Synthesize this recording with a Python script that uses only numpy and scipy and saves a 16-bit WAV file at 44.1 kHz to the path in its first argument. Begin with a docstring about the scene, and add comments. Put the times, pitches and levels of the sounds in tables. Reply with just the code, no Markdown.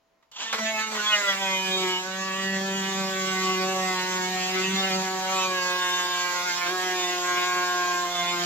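"""On a workshop bench in a small room, an oscillating multi-tool starts up, knocks against a hollow
plastic case and saws into it. The blade swings once per motor turn, and the motor slows under load.
The case drums and buzzes at the swing rate and its multiples; a multiple sings out when it locks onto
a resonance of case or blade. The teeth rasp at each half swing. Two microphone ports hear the tool
from the left, over quiet room noise and the hum of a far-off machine."""
import sys
import numpy as np
from scipy import signal
from scipy.fft import rfft, irfft, next_fast_len
from scipy.io import wavfile
from scipy.ndimage import uniform_filter1d, map_coordinates

SR = 44100
rng = np.random.default_rng(int(sys.argv[2]) if len(sys.argv) > 2 else 0)


def output_pcm(signal):
    """Save a mono or channel-first signal as 16-bit PCM at the path in sys.argv[1].

    Samples are clipped to [-1, 1] before scaling.
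    """
    pcm = np.clip(np.atleast_2d(signal).T, -1, 1) * 32767
    wavfile.write(sys.argv[1], SR, np.round(pcm).astype(np.int16))


N = 372644

# The tone of each noise. Each row: frequency in Hz, relative level in dB.
ROOM_TONE = [(20, -7), (80, -7), (300, -3), (900, -4), (2000, -12), (4000, -16), (7000, -20), (8500, -34),
             (10500, -28), (15800, -29)]
THUD_TONE = [(20, -23), (90, -9), (130, -1), (160, 2), (230, 0), (300, -7), (500, -42)]
GEAR_TONE = [(500, -24), (950, 4.5), (1500, -9), (2300, -10), (2900, 6.5), (3400, 7), (4100, -9),
             (7300, -3), (8300, -46), (9000, -70)]
RASP_TONE = [(40, -51), (120, -20), (250, -5), (600, -0.5), (1200, -5), (2200, 2.5), (3500, 3), (5000, -1),
             (7000, -18), (9000, -70)]
HISS_TONE = [(300, -23), (1000, -6), (2500, -11), (4000, -2.5), (5500, -4.5), (7000, -2.5), (8000, -8),
             (9500, -26)]
SIZZLE_TONE = [(8000, -22), (9300, -4), (10500, -7), (11800, 1.5), (13200, -3.5), (14500, -3),
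               (16000, -12.5)]
# The tone of the swing's high and highest multiples. Each row: frequency in Hz, relative level in dB.
BUZZ_TONE = [(710, -38), (1200, -3.5), (1630, -1), (2310, -3), (3640, -6), (4990, -10.5), (8300, -21.5),
             (10800, -73), (18300, -120)]
EDGE_TONE = [(3500, -3), (4500, -2), (5600, -3), (7000, 0), (7900, -8), (8600, -30)]
# The far-off machine. Each row: frequency in Hz, level in dB.
HUM_NOTES = [(662.1, -76.5), (1039, -86)]
# How alike the two ports sound. Each row: frequency in Hz, likeness (1 means the same).
LIKENESS = [(60, 0.75), (200, 0.71), (600, 0.11), (1500, 0.51), (4000, 0.36), (8000, 0.37), (12000, 0.083)]
# The balance of the ports. Each row: frequency in Hz, left level minus right level in dB.
LEFT_MINUS_RIGHT = [(100, -.6), (300, .3), (950, -1), (3800, -2.4), (15000, -2.3)]
# Knocks of trigger and blade. Each row: start in seconds, strength in dB, rise time in seconds.
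KNOCKS = [(.225, -57, .001), (.315, -53, .0005), (.527, -18, .0006), (.54, -20, 0.0011),
          (.578, -23.5, 0.0035), (.912, -28, .005), (0.944, -24.5, 0.006), (0.969, -27, 0.0028),
          (0.991, -35, .003), (1.315, -31, 0.0044), (1.333, -30, .002), (4.547, -30, .002),
          (6.565, -33, 0.0084), (6.664, -30, 0.008), (6.689, -28, .003)]
# Where the knocked case rings. Each row: frequency in Hz, width in Hz, gain in dB.
CASE_RESONANCES = [(496, 230, 0.5), (1046, 370, 8), (1510, 600, 7.5), (2140, 590, 6.5), (3740, 1240, 1.5),
                   (6940, 1600, -7), (12000, 3200, -22)]
# The gears scraping at the start. Each row: time in seconds, level in dB.
GEAR_LEVELS = [(.315, -58), (.36, -43), (.415, -33), (.44, -37), (.52, -38), (.6, -75)]
# The motor sagging under load. Each row: time in seconds, swings per second.
LOADED_SPEED = [(0.5, 225.0), (0.56, 220.2), (0.92, 216.8), (0.99, 210.5), (1.1, 212.1), (1.36, 192.8),
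                (1.41, 194.4), (1.56, 189.3), (1.78, 187.7), (1.94, 182.8), (2.16, 189.7), (2.44, 192.1),
                (2.89, 192.7), (3.57, 185.9), (3.7, 188.9), (3.97, 184.2), (4.41, 184.6), (4.77, 190.8),
                (4.88, 191.2), (4.99, 187.5), (5.37, 188.5), (5.65, 181.2), (6.685, 176.4), (6.72, 183.4),
                (6.91, 182.7), (7.09, 178.8), (7.62, 179.7), (8.44, 174.7)]
# How the blade sits. Each row: time in seconds, unrest from 0 (firm in its slot) to 1 (skipping).
UNREST = [(.3, 1), (1.35, 1), (1.45, .2), (2.1, .2), (3.0, .15), (3.5, .35), (4.4, .3), (4.6, .7),
          (5.4, .6), (5.55, .08), (6.3, .08), (6.5, .8), (6.75, .5), (7.2, .08), (8.05, .08), (8.2, .5)]
# The strength of the cut. Each row: time in seconds, hiss of motor and teeth in dB, blade bite in dB.
CUT_LEVELS = [(0.32, -42, -63), (0.34, -50, -50), (0.41, -41, -26.5), (0.52, -46, -34), (0.82, -43, -32),
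              (0.84, -49, -34), (0.95, -42, -33.5), (1.29, -39, -31), (1.34, -40.5, -33),
              (1.88, -39.5, -32), (2.08, -47, -35.5), (2.49, -43.5, -34.5), (2.72, -42.5, -34),
              (3.46, -39.5, -31.5), (3.64, -40, -32.5), (4.84, -38.5, -32), (5.23, -40.5, -33.5),
              (5.38, -38, -32), (5.5, -40.5, -32.5), (5.72, -37.5, -31.5), (7.22, -38, -32),
              (7.33, -38, -31), (8.17, -39.5, -33.5), (8.44, -37.5, -30.5)]
# The drumming walls. Each row: time in seconds, level at the swing rate in dB, at twice that rate in dB.
DRUM_LEVELS = [(0.36, -83, -84), (0.4, -59, -69), (.44, -57, -55), (.52, -62, -60), (.548, -42, -44),
               (.572, -58, -48), (0.595, -41, -45), (0.63, -39, -64), (0.85, -49, -48), (0.9, -42.5, -46.5),
               (1.19, -50.5, -54.5), (1.24, -64, -48), (1.3, -46, -49), (1.58, -39, -42),
               (1.87, -41, -30.5), (2.05, -51, -44.5), (2.09, -42.5, -46.5), (2.56, -33, -37.5),
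               (3.42, -36.5, -36.5), (3.49, -36, -32.5), (4.05, -39, -37), (4.52, -41, -37.5),
               (4.64, -36.5, -29.5), (4.75, -30.5, -36), (5.18, -42, -38.5), (5.31, -41.5, -46),
               (5.42, -41.5, -38.5), (5.87, -52, -41.5), (6.64, -54.5, -48.5), (6.73, -51, -32),
               (7.04, -54.5, -36), (8.06, -51, -39.5), (8.15, -46, -44.5), (8.44, -41.5, -36)]
# The walls at 3, 4, 5 and 6 times the swing rate. Each entry: level relative to the bite in dB.
UPPER_DRUM_DB = [-16.5, -10.5, -11, -10.5]
# Locks onto a resonance. Each row: start in seconds, length in seconds, multiple, level in dB.
LOCKS = [(0.448, .05, 8, -42), (0.463, 0.057, 16, -38), (0.604, 0.17, 3, -36), (0.65, 0.26, 10, -37.5),
         (0.674, 0.27, 4, -43), (1.024, 0.11, 5, -36), (.74, 0.088, 12, -33.5), (.76, 0.12, 6, -41),
         (0.788, 0.051, 8, -35), (.99, 0.038, 7, -34.5), (1.065, 0.056, 16, -31), (1.087, 0.068, 7, -31),
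         (1.106, 0.063, 9, -29), (1.103, 0.24, 10, -30.5), (1.122, 0.098, 3, -39.5), (1.11, 0.048, 12, -34),
         (1.12, 0.062, 14, -31.5), (1.15, .07, 8, -34.5), (1.222, 0.088, 7, -28.5),
         (1.258, 0.039, 3, -36.5), (1.271, 0.041, 17, -33), (1.41, 0.17, 17, -32.5), (1.413, 0.18, 3, -40),
         (1.402, 0.077, 4, -37), (1.406, 0.24, 5, -38.5), (1.452, 0.32, 13, -35.5), (1.47, 0.12, 11, -32),
         (1.503, 0.042, 6, -40), (1.54, .17, 16, -35.5), (1.665, 0.3, 17, -35), (1.716, 0.13, 20, -31),
         (1.69, 0.13, 3, -42.5), (1.766, 0.23, 12, -35.5), (1.83, 0.18, 5, -40), (1.89, 0.11, 16, -32),
         (2.04, 0.44, 3, -45.5), (2.15, 0.58, 9, -37.5), (2.13, .22, 10, -42), (2.2, 0.17, 14, -41.5),
         (2.28, .6, 17, -45), (2.34, 0.23, 15, -41), (2.208, 0.22, 6, -38.5), (2.365, 0.23, 10, -34.5),
         (2.47, .1, 14, -41), (2.65, 0.24, 14, -46.5), (2.7, .12, 15, -42), (2.7, .3, 10, -42),
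         (2.84, .13, 9, -43), (2.506, 0.25, 3, -42), (2.745, 0.18, 5, -46), (2.894, 0.29, 6, -45),
         (2.975, 0.33, 3, -41.5), (3.088, 0.36, 8, -36.5), (3.16, 0.43, 11, -37), (3.17, 0.82, 6, -37.5),
         (3.427, 0.092, 6, -34), (3.47, .06, 4, -41), (3.463, 0.1, 15, -37), (3.476, 0.095, 14, -40),
         (3.6, 0.25, 3, -38.5), (3.6, 0.34, 4, -38), (3.793, 0.39, 11, -42), (3.884, 0.042, 11, -39),
         (3.96, 0.35, 5, -40.5), (3.97, .52, 10, -40), (4.05, 0.28, 9, -42), (4.22, 0.077, 12, -38),
         (4.33, 0.24, 4, -40), (4.51, 0.066, 11, -35.5), (4.505, 0.086, 12, -36), (4.6, 0.18, 14, -44),
         (4.73, 0.24, 11, -38), (4.717, .1, 19, -34.5), (4.773, 0.63, 4, -38.5), (4.78, .04, 18, -40),
         (4.81, 0.045, 15, -39), (4.83, 0.066, 8, -34), (4.91, .04, 24, -37), (4.872, 0.14, 3, -43),
         (4.877, 0.32, 6, -45.5), (4.983, 0.48, 5, -42.5), (5.216, 0.55, 3, -42), (5.286, 0.19, 7, -36),
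         (5.31, 0.21, 6, -35.5), (5.347, 0.19, 13, -35.5), (5.366, .09, 14, -37.5), (5.51, 0.92, 6, -36.5),
         (5.524, 0.83, 9, -35), (5.555, 1.09, 5, -46), (5.68, 0.55, 20, -36), (5.742, 0.27, 16, -39.5),
         (5.79, 0.076, 8, -37), (6.19, .2, 11, -38), (6.3, .3, 12, -42), (6.34, 0.17, 8, -36),
         (6.557, 0.26, 6, -40), (6.58, 0.11, 8, -36.5), (6.72, 0.27, 10, -43.5), (6.669, 0.3, 9, -36),
         (6.717, 1.62, 4, -40), (6.956, 0.24, 6, -42.5), (6.954, 0.18, 20, -37), (7.036, 0.13, 11, -34.5),
         (7.217, 0.66, 8, -37.5), (7.22, 0.18, 11, -37.5), (7.3, 0.4, 13, -38.5), (7.235, 0.84, 6, -32),
         (7.244, 0.79, 9, -33.5), (8.05, 0.37, 12, -41), (8.085, .35, 6, -42.5), (8.097, 0.24, 20, -37.5)]

START_S, SWELL_S = .315, .075  # when the trigger closes; how long a lock takes to rise or fall
BLUR_RADIANS = .012  # how early or late single swings come
BLOCK = 32  # samples over which slow changes hold still
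TIME = np.arange(N) / SR


def amp(db):
    """Turn decibels into a gain."""
    return 10 ** (np.asarray(db) / 20)


def unit(x):
    """Scale a sound to an average power of 1."""
    return x / np.sqrt(np.mean(x ** 2) + 1e-20)


def along(points, hz):
    """Read a table at any frequency, on a log scale."""
    f, v = np.transpose(points)
    return np.interp(np.log(hz + 1), np.log(f + 1), v)


def curves(rows):
    """One value per sample for each column after the time."""
    times, *columns = np.transpose(rows)
    return [np.interp(TIME, times, column) for column in columns]


def wobble(rate):
    """A smooth curve through `rate` random values a second."""
    coarse = np.arange(0, N + BLOCK, BLOCK)
    curve = map_coordinates(rng.standard_normal(int(N * rate / SR) + 4), [coarse * rate / SR])
    return np.interp(np.arange(N), coarse, curve)


def filtered(x, response):
    """Change each frequency's strength and phase by response(hz)."""
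    size = next_fast_len(N + SR // 2)
    return irfft(rfft(x, size) * response(np.fft.rfftfreq(size, 1 / SR)), size)[..., :N]


def stereo_shares(hz):
    """Gains for what the ports share (mid) and what sets them apart (side)."""
    turn = np.arccos(np.clip(along(LIKENESS, hz), -1, 1)) / 2
    return np.array([np.cos(turn), np.sin(turn)])


def rush(tone, gate, patchy_db):
    """Stereo noise with random loud and soft patches, shaped in time by the gate."""
    cells = signal.stft(rng.standard_normal((2, N)), nperseg=512)[2]
    patches = uniform_filter1d(rng.standard_normal(cells.shape[1:]), size=5, axis=0)
    patches = unit(uniform_filter1d(patches, size=10, axis=1))
    noise = gate * signal.istft(cells * amp(patchy_db * patches), nperseg=512)[1][:, :N]
    mid, side = filtered(noise, lambda hz: amp(along(tone, hz)) * stereo_shares(hz))
    return unit(np.array([mid + side, mid - side]))


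def workshop():
    """Quiet room noise and the faint hum of a machine far off."""
    hum = sum(np.sqrt(2) * amp(db + 1.5 * wobble(20)) * np.sin(2 * np.pi * hz * TIME)
              for hz, db in HUM_NOTES)
    return amp(-70) * rush(ROOM_TONE, 1, patchy_db=1.5) + hum


def case_ring(hz):
    """How the hollow case answers a knock: its resonances, added with alternating signs."""
    return sum((-1) ** i * amp(db) * 1j * hz * width / (centre ** 2 - hz ** 2 + 1j * hz * width)
               for i, (centre, width, db) in enumerate(CASE_RESONANCES))


def knocks():
    """Trigger and blade give short rattles of noise that ring the case."""
    blows, t = np.zeros((2, N + SR)), np.arange(SR // 5) / SR
    for start, db, rise in KNOCKS:
        noise = rng.standard_normal(len(t)) + .66 * rng.standard_normal((2, len(t)))
        ring_s = .098 + 19 * rise  # a softer blow takes longer to fall by 60 dB
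        envelope = amp(db - 60 * t / ring_s) * (1 - np.exp(-t / rise))
        blows[:, round(start * SR):][:, :len(t)] += envelope * noise
    return filtered(blows[:, :N], case_ring)


def gear_scrape():
    """The gear head scrapes as it spins up."""
    rough_noise = amp(2.3 * wobble(129.4)) * rng.standard_normal(N)
    scrape = filtered(rough_noise, lambda hz: amp(along(GEAR_TONE, hz)))
    return amp(curves(GEAR_LEVELS)[0]) * unit(scrape)


def bench_thud(drum_db):
    """The bench shakes more as the case drums harder."""
    return amp(.8 * drum_db - 31) * rush(THUD_TONE, 1, patchy_db=.8)


def teeth(angle, unrest, settled, bite_db, hiss_db):
    """Tearing plastic rasps, motor and teeth hiss, and the finest scraping sizzles."""
    # The teeth cut hardest in mid swing, one way more than the other.
    strokes = amp(3 * np.cos(2 * angle) + 2.5 * np.cos(angle) + 1.1 * wobble(60))
    tearing = strokes * amp(2 * wobble(400))
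    rasp = amp(bite_db - 10 + 3 * unrest) * rush(RASP_TONE, tearing, patchy_db=3)
    hiss = amp(hiss_db + .5) * rush(HISS_TONE, strokes ** .22, patchy_db=4)
    sizzle = amp(hiss_db - 10) * rush(SIZZLE_TONE, strokes ** .45, patchy_db=1.5)
    return np.sqrt(settled) * (rasp + hiss) + settled * sizzle


def drumming_walls(angle, phases, unrest, walls_db):
    """The blade shakes the walls of the case at the lowest multiples of its swing."""
    out = np.zeros((2, N))
    for k, db in enumerate(walls_db, 1):
        apart = .13 * k * wobble(7)  # reflections shift the phase between the ports
        level = amp(db + (1 + 1.8 * unrest) * wobble(14))
        level *= 1 + .15 * wobble(90)  # no two swings bite alike
        phase = k * angle + phases[k] + .12 * wobble(90)
        out += np.sqrt(2) * level * np.sin(phase + np.array([apart, -apart]))
    return out


def locked(k):
    """For each block: 1 while multiple k is locked, fading to 0 when it is free."""
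    t = TIME[::BLOCK]
    held = np.zeros(len(t))
    for start, length, multiple, _ in LOCKS:
        if round(multiple) == k:
            inside_s = np.minimum(t - start, start + length - t)
            held = np.maximum(held, np.clip(inside_s / SWELL_S + .5, 0, 1))
    return held


def fading(rate):
    """Four random curves, one value per block, with `rate` new targets a second."""
    position = TIME[::BLOCK] * rate
    targets = rng.standard_normal((4, int(N * rate / SR) + 2))
    return np.array([np.interp(position, np.arange(len(row)), row) for row in targets])


def overtones(tone, multiples, angle, rate, unrest, slow_hz, quick_hz, chatter):
    """Multiples of the swing fade in and out as the cut changes, quicker when the blade skips."""
    angle = np.resize(angle, (len(TIME[::BLOCK]), BLOCK))
    unrest = unrest[::BLOCK]
    out = np.zeros((2, *angle.shape))
    flare = fading(16)[0]
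    for k in multiples:
        flare = .75 * flare + np.sqrt(1 - .75 ** 2) * fading(16)[0]  # neighbours flare together
        drift = np.sqrt(1 - unrest) * fading(slow_hz) + np.sqrt(unrest) * fading(quick_hz)
        drift += chatter * k * (.94 + .5 * unrest) * fading(55)  # chatter blurs high ones more
        mid, side = stereo_shares(k * np.mean(rate))[:, None] * (drift[::2] + 1j * drift[1::2])
        db = along(tone, k * rate[::BLOCK]) + 1.75 * (1 + unrest) * flare
        db -= 7.5 * locked(k)  # a locked multiple has less loose buzz
        gain = amp(db) * [mid + side, mid - side]
        out += np.real(gain[..., None] * np.exp(1j * k * angle))
    return unit(out.reshape(2, -1)[:, :N])


def blade_buzz(angle, rate, unrest, bite_db):
    """The biting blade buzzes at high multiples of its swing; its thin edge adds the highest."""
    angle = angle + BLUR_RADIANS * (.5 + unrest) * wobble(120)  # skipping makes the swings uneven
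    buzz = overtones(BUZZ_TONE, range(7, 22), angle, rate, unrest, slow_hz=7, quick_hz=24, chatter=.015)
    edge = overtones(EDGE_TONE, range(22, 43), angle, rate, unrest, slow_hz=9, quick_hz=25, chatter=.014)
    return amp(bite_db - 1.5 + unrest) * buzz + amp(bite_db - 4.5) * edge


def singing_locks(angle, phases, unrest):
    """Single multiples swell and fade as they lock onto a resonance of case or blade."""
    out = np.zeros((2, N))
    flutter, shiver, jitter = wobble(24), 1 + .15 * wobble(90), BLUR_RADIANS * wobble(120)
    for (start, length, k, db), (shift, apart, pan) in zip(LOCKS, rng.standard_normal((len(LOCKS), 3))):
        span = slice(round((start - SWELL_S / 2) * SR), round((start + length + SWELL_S / 2) * SR))
        swell = signal.windows.tukey(len(angle[span]), min(1, 2 * SWELL_S / (length + SWELL_S)))
        flutter_db = .2256 * min(k + 2, 16) * (unrest[span] + k / 40)  # high ones flutter more
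        swell *= amp(flutter_db * np.roll(flutter, round(SR * shift))[span]) * shiver[span]
        # Pulsing with each swing wakes the neighbouring multiples.
        swell *= 1 + .02 * (1 + unrest[span]) * max(k - 6, 0) * np.cos(angle[span] + shift)
        spread = min(k / 8, 1) * np.array([[1], [-1]])  # low ones reach both ports more alike
        phase = k * (angle[span] + jitter[span]) + phases[k] + .27 * apart * spread
        out[:, span] += np.sqrt(2) * amp(db + 1.3 * pan * spread) * swell * np.sin(phase)
    return out


def swing_rate():
    """Swings per second: the motor speeds up steadily, then follows its loaded speed."""
    climb = 112 + 900 * np.maximum(TIME - START_S, 0)
    return np.minimum(climb, curves(LOADED_SPEED)[0])


def multi_tool():
    """The gears spin up, then one swinging blade drives all the sounds of the cut."""
    rate = swing_rate()
    hiss_db, bite_db = curves(CUT_LEVELS)
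    unrest, = curves(UNREST)
    bite_db += 1.8 * unrest * wobble(16)  # a skipping blade bites unevenly
    settled = np.interp(TIME, [.4, .52, .54], [.14, .45, 1])  # the sound firms up once at speed
    walls_db = curves(DRUM_LEVELS)
    walls_db += [bite_db + 20 * np.log10(settled) + db + 1.6 * wobble(6) for db in UPPER_DRUM_DB]
    scatter_hz = (.3506 + .45 * unrest) * wobble(25)
    angle = 2 * np.pi * np.cumsum(rate + scatter_hz) / SR % (2 * np.pi)
    phases = rng.uniform(0, 2 * np.pi, size=25)  # one per multiple
    sound = drumming_walls(angle, phases, unrest, walls_db) + bench_thud(walls_db[0])
    sound += settled * blade_buzz(angle, rate, unrest, bite_db)
    sound += teeth(angle, unrest, settled, bite_db, hiss_db)
    sound += gear_scrape() + singing_locks(angle, phases, unrest)
    return (TIME > START_S) * sound


def ports(hz, lead_samples=4):
    """The nearer, left port hears the tool first and at a slightly different level."""
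    left = amp(along(LEFT_MINUS_RIGHT, hz) / 2) * np.exp(1j * np.pi * hz * lead_samples / SR)
    return np.array([left, 1 / left])


def scene():
    """The tool and its knocks come from the left, over the sound of the room."""
    return filtered(multi_tool() + knocks(), ports) + workshop()


def record(dry):
    """The microphone has a dead spot in the treble and keeps nothing above its upper limit."""
    dead_spot = lambda hz: amp(-20 * np.exp(-((hz - 8850) / 480) ** 2))
    return filtered(dry, lambda hz: dead_spot(hz) * (hz < 15770))


dry = scene()
out = record(dry)
output_pcm(out)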